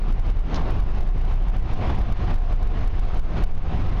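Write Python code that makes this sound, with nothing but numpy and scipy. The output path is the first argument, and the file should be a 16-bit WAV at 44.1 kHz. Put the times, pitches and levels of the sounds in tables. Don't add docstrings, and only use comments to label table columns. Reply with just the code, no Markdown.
import sys
import numpy as np
from scipy import signal
from scipy.fft import rfft, irfft, next_fast_len
from scipy.io import wavfile
from scipy.ndimage import uniform_filter1d, map_coordinates

SR = 44100
rng = np.random.default_rng(int(sys.argv[2]) if len(sys.argv) > 2 else 0)


def materialize(psi):
    bounded = np.clip(np.atleast_2d(psi).T, -1, 1)
    quanta = np.round(bounded * 32767).astype(np.int16)
    wavfile.write(sys.argv[1], SR, quanta)


N = 176400

# f/Hz, relative level/dB
ROAR_EQ = [(12, -6), (40, -6), (60, -2.5), (76, -7.5), (125, -12.5), (190, -17), (290, -22), (420, -23.5),
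           (520, -27), (1080, -29), (1450, -35.5), (2700, -40), (4000, -47), (6400, -58.5), (7200, -62.5),
           (8500, -71), (11500, -77), (15000, -96)]
# f/Hz, width/Hz, gain/dB
CABIN_RESONANCES = [(91.6, 8.1, 3.5), (182, 6.5, -1), (327, 33, 2.5), (602, 13, 4), (736, 72, 7),
                    (1050, 23, 3.5), (1280, 14, 5)]
# t/s, half width/s, gain on the roar/dB, rumble level/dB
ROUGH_SPOTS = [(.29, 0.035, 4.5, -36), (0.565, 0.057, 4, -25), (0.71, 0.068, 1.5, -24),
               (1.16, 0.05, -1, -27), (1.88, 0.085, 2, -27.5), (2.0, 0.076, 3.5, -30),
               (2.285, 0.06, 0.5, -30.5), (3.385, 0.04, 1.5, -32), (3.86, 0.17, 0, -29)]
# f/Hz, relative level/dB
BODY_EQ = [(40, -6), (70, -0.5), (100, 0.5), (135, -3.5), (180, -7.5), (260, -13.5), (420, -22.5),
           (700, -29), (2000, -91)]
# f/Hz, relative level/dB
PANEL_EQ = [(120, -25), (170, 3), (340, 0), (600, -1.5), (1100, -1.5), (1700, -15), (4000, -51)]
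# t/s, relative level/dB
BOOM_FADER = [(0.0, -6), (0.1, -9.5), (0.135, 1), (0.17, -3.5), (0.195, 0), (0.28, -8), (0.32, -0.5),
              (0.42, -2), (0.52, -20.5), (0.62, -7), (0.72, -11), (0.81, -6.5), (0.845, -5.5), (0.88, -7),
              (0.96, -6.5), (1.02, -3), (1.09, -2.5), (1.14, -7), (1.19, -1), (1.3, -10), (1.39, 0),
              (1.46, -10.5), (1.49, -5), (1.55, -3.5), (1.63, 1), (1.67, -10), (1.715, -18), (1.75, -10),
              (1.79, -15.5), (1.88, -17), (1.93, -11), (1.97, -9.5), (2.04, -7.5), (2.1, -11.5),
              (2.14, -10), (2.19, -6.5), (2.25, -17), (2.315, -12.5), (2.36, 0), (2.41, -5.5), (2.51, -8.5),
              (2.54, -1.5), (2.6, -6), (2.635, -0.8), (2.7, -5.5), (2.79, -8.5), (2.82, -6), (2.85, -13),
              (2.875, -1), (2.97, -7.5), (3.1, -7), (3.16, -7.5), (3.2, 4.5), (3.24, -1), (3.3, -8),
              (3.36, -16.5), (3.42, -10.5), (3.465, -4.5), (3.51, -1.5), (3.58, 0.5), (3.66, -8),
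              (3.72, -19), (3.8, -10), (3.91, -8), (3.96, -12)]
# t/s, throb share/0-1
THROB_MIX = [(0, 0.2), (.55, 0.14), (.83, 1), (.92, 0.96), (.98, 0), (1.56, 0.16), (1.63, 0.57),
             (2.14, 0.9), (2.34, 0), (3.0, 0.54), (3.18, 0.78), (3.65, 0.98), (4, 0.57)]
# f/Hz, relative level/dB
BUFFET_EQ = [(8, -33.5), (20, -15.5), (38, 5), (54, -5.5), (68, -19), (100, -17.5), (170, -46), (400, -110)]
# t/s, level/dB
AIR_HEAVES = [(.828, -2), (1.007, 0.5), (1.742, -2.5), (2.128, 0), (2.818, -2), (3.445, -2.5)]
# t/s, tyre slap level/dB, body thump level/dB
WHEEL_JOLTS = [(0.476, -37.5, -24), (0.549, -31, -20), (1.156, -37, -15.5), (1.313, -30, -41),
               (1.47, -34, -25), (1.903, -24.5, -16.5), (2.015, -31, -24), (2.089, -32, -15.5),
               (2.279, -31.5, -34), (2.31, -27.5, -32), (3.372, -29, -31.5)]
# f/Hz, relative level/dB
SLAP_EQ = [(150, 5), (400, 2), (900, 5.5), (1400, -1), (2000, -7), (3500, -12.5), (6500, -29.5),
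           (8500, -35), (15000, -65)]
# t/s, level/dB, 60 dB decay time/s
RATTLE_HITS = [(.543, -27.5, 0.042), (0.557, -32.5, 0.078)]
# f/Hz, relative level/dB
RATTLE_EQ = [(800, -23), (2500, 1), (3700, 6), (6500, -3), (7200, -15), (8500, -24), (12000, -36),
             (15000, -45)]
# multiple of the crank speed, level/dB, gain in the late swell/dB
ENGINE_PARTIALS = [(3, -40, 6), (4, -38.5, -8), (6, -40, 10)]

ROAR_DB, ROAR_PATCHY_DB, ROAR_SWAY_DB, ROAR_FLUTTER_DB = -21.5, 1.1, 0.64, 1
SHUDDER_S, SHUDDER_WIDTH_S, SHUDDER_DB, SHUDDER_ROUGH_DB = 0.632, 0.16, -33.5, -2
CRANK_HZ, CRANK_WANDER = 28.06, 0.0118
THROB_HZ, THROB_WANDER = 16, 0.0747
BOOM_TONES_DB, BUFFET_DB, BOOM_WANDER_RAD = -1.4, -10, 0.38
HEAVE_WIDTH_S, REBOUND_DELAY_S, REBOUND_SHARE = 0.0086, 0.023, 0.26
JOLT_RISE_S, SLAP_T60_S, THUMP_T60_S = 0.0097, 0.073, 0.17
RATTLE_ATTACK_S = 0.00075
HUM_SWELL_S, HUM_SWELL_WIDTH_S = 3.62, 0.2
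THRESHOLD_DB, RELEASE_DB_PER_S, GRAB_SHARE = -14.5, 128, 0.18
STEP_HZ, STEP_GLIDE_S = 750, 0.000011
DIP_HZ, DIP_WIDTH_HZ, DIP_DB = 7880, 870, -10.5
OUTPUT_DB, TOP_HZ = -1.94, 15400


def roar():
    def tone(hz):
        resonances_db = sum(db / (1 + (2 * (hz - centre) / width) ** 2)
                            for centre, width, db in CABIN_RESONANCES)
        return amp(read_eq(ROAR_EQ, hz) + resonances_db)

    spectrogram = signal.stft(rng.standard_normal(N), nperseg=512)[2]
    patches = uniform_filter1d(rng.standard_normal(spectrogram.shape), size=5, axis=0)
    patches = uniform_filter1d(patches, size=10, axis=1)
    noise = signal.istft(spectrogram * amp(ROAR_PATCHY_DB * unit(patches)), nperseg=512)[1][:N]
    level_db = ROAR_DB + ROAR_SWAY_DB * wobble(8.4) + ROAR_FLUTTER_DB * wobble(40)
    return amp(level_db) * unit(filtered(noise, tone))


def road():
    roar_db = sum(db * swell(s, width) for s, width, db, _ in ROUGH_SPOTS)
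    shake = sum(amp(db) * swell(s, width) for s, width, _, db in ROUGH_SPOTS)
    shudder = amp(SHUDDER_DB + SHUDDER_ROUGH_DB * wobble(70.4)) * swell(SHUDDER_S, SHUDDER_WIDTH_S)
    return amp(roar_db) * roar() + shake * coloured(BODY_EQ) + shudder * coloured(PANEL_EQ)


def boom(crank):
    share = np.clip(automation(THROB_MIX), 0, 1)
    drone = np.sin(crank + BOOM_WANDER_RAD * wobble(25))
    throb = np.sin(turning(THROB_HZ, THROB_WANDER) + BOOM_WANDER_RAD * wobble(25))
    tones = amp(BOOM_TONES_DB) * ((1 - share) * drone + share * throb)
    buffet = amp(BUFFET_DB) * coloured(BUFFET_EQ)
    return amp(automation(BOOM_FADER)) * (tones + buffet)


def heaves():
    def heave(s):
        rebound = swell(s + REBOUND_DELAY_S, 2 * HEAVE_WIDTH_S)
        return swell(s, HEAVE_WIDTH_S) - REBOUND_SHARE * rebound

    return sum(amp(db) * heave(s) for s, db in AIR_HEAVES)


def jolts():
    def hit(s, t60):
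        age = np.arange(N) / SR - s
        rise = np.exp(np.minimum(age, 0) / JOLT_RISE_S)
        return rise * amp(-60 * np.maximum(age, 0) / t60)

    slap = sum(amp(db) * hit(s, SLAP_T60_S) for s, db, _ in WHEEL_JOLTS)
    thump = sum(amp(db) * hit(s, THUMP_T60_S) for s, _, db in WHEEL_JOLTS)
    return slap * coloured(SLAP_EQ) + thump * coloured(BODY_EQ)


def rattles():
    envelope = np.zeros(N)
    for s, db, t60 in RATTLE_HITS:
        age = np.maximum(np.arange(N) / SR - s, 0)
        attack = 1 - np.exp(-age / RATTLE_ATTACK_S)
        envelope += attack * amp(db - 60 * age / t60)
    return envelope * coloured(RATTLE_EQ)


def engine(crank):
    late_swell = swell(HUM_SWELL_S, HUM_SWELL_WIDTH_S)
    hum = np.zeros(N)
    for multiple, db, swell_db in ENGINE_PARTIALS:
        level_db = db + swell_db * late_swell + 1.8 * wobble(3.54)
        phase = round(multiple) * crank + 0.5 * wobble(9)
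        hum += np.sqrt(2) * amp(level_db) * np.sin(phase)
    return hum


def limiter(x):
    step = np.arange(N) * STEP_HZ // SR
    step_starts = np.flatnonzero(np.diff(step, prepend=-1))
    peaks_db = 20 * np.log10(np.maximum.reduceat(np.abs(x), step_starts) + 1e-9)
    gain_db = min(0, THRESHOLD_DB - peaks_db[:20].max())
    gains_db = []
    for peak_db in peaks_db:
        excess_db = peak_db + gain_db - THRESHOLD_DB
        if excess_db > 0:
            gain_db -= GRAB_SHARE * excess_db
        else:
            gain_db = min(0, gain_db + RELEASE_DB_PER_S / STEP_HZ)
        gains_db.append(gain_db)
    glide = np.exp(-1 / (SR * STEP_GLIDE_S))
    gain = 1 + signal.lfilter([1 - glide], [1, -glide], amp(gains_db)[step] - 1)
    return x * gain


def amp(db):
    return 10 ** (np.asarray(db) / 20)


def unit(x):
    return x / np.sqrt(np.mean(x ** 2) + 1e-20)


def read_eq(eq, hz):
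    points_hz, points_db = np.transpose(eq)
    return np.interp(np.log(hz + 1), np.log(points_hz + 1), points_db)


def filtered(x, response):
    size = next_fast_len(N + SR // 2)
    return irfft(rfft(x, size) * response(np.fft.rfftfreq(size, 1 / SR)), size)[:N]


def coloured(eq):
    return unit(filtered(rng.standard_normal(N), lambda hz: amp(read_eq(eq, hz))))


def automation(rows):
    return np.interp(np.arange(N) / SR, *np.transpose(rows))


def swell(s, width):
    return np.exp(-((np.arange(N) / SR - s) / width) ** 2)


def wobble(rate):
    knots = rng.standard_normal(int(N * rate / SR) + 4)
    return map_coordinates(knots, [np.arange(N) * rate / SR])


def turning(hz, wander):
    return 2 * np.pi * (rng.random() + np.cumsum(hz * (1 + wander * wobble(3))) / SR)


def scene():
    crank = turning(CRANK_HZ, CRANK_WANDER)
    return (road() + jolts() + engine(crank) + boom(crank) + heaves() + rattles())[None]


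def record(dry):
    def tone(hz):
        dip_db = DIP_DB * np.exp(-((hz - DIP_HZ) / DIP_WIDTH_HZ) ** 2)
        return amp(OUTPUT_DB + dip_db) * (hz < TOP_HZ)

    return filtered(limiter(dry[0]), tone)[None]


dry = scene()
out = record(dry)
materialize(out)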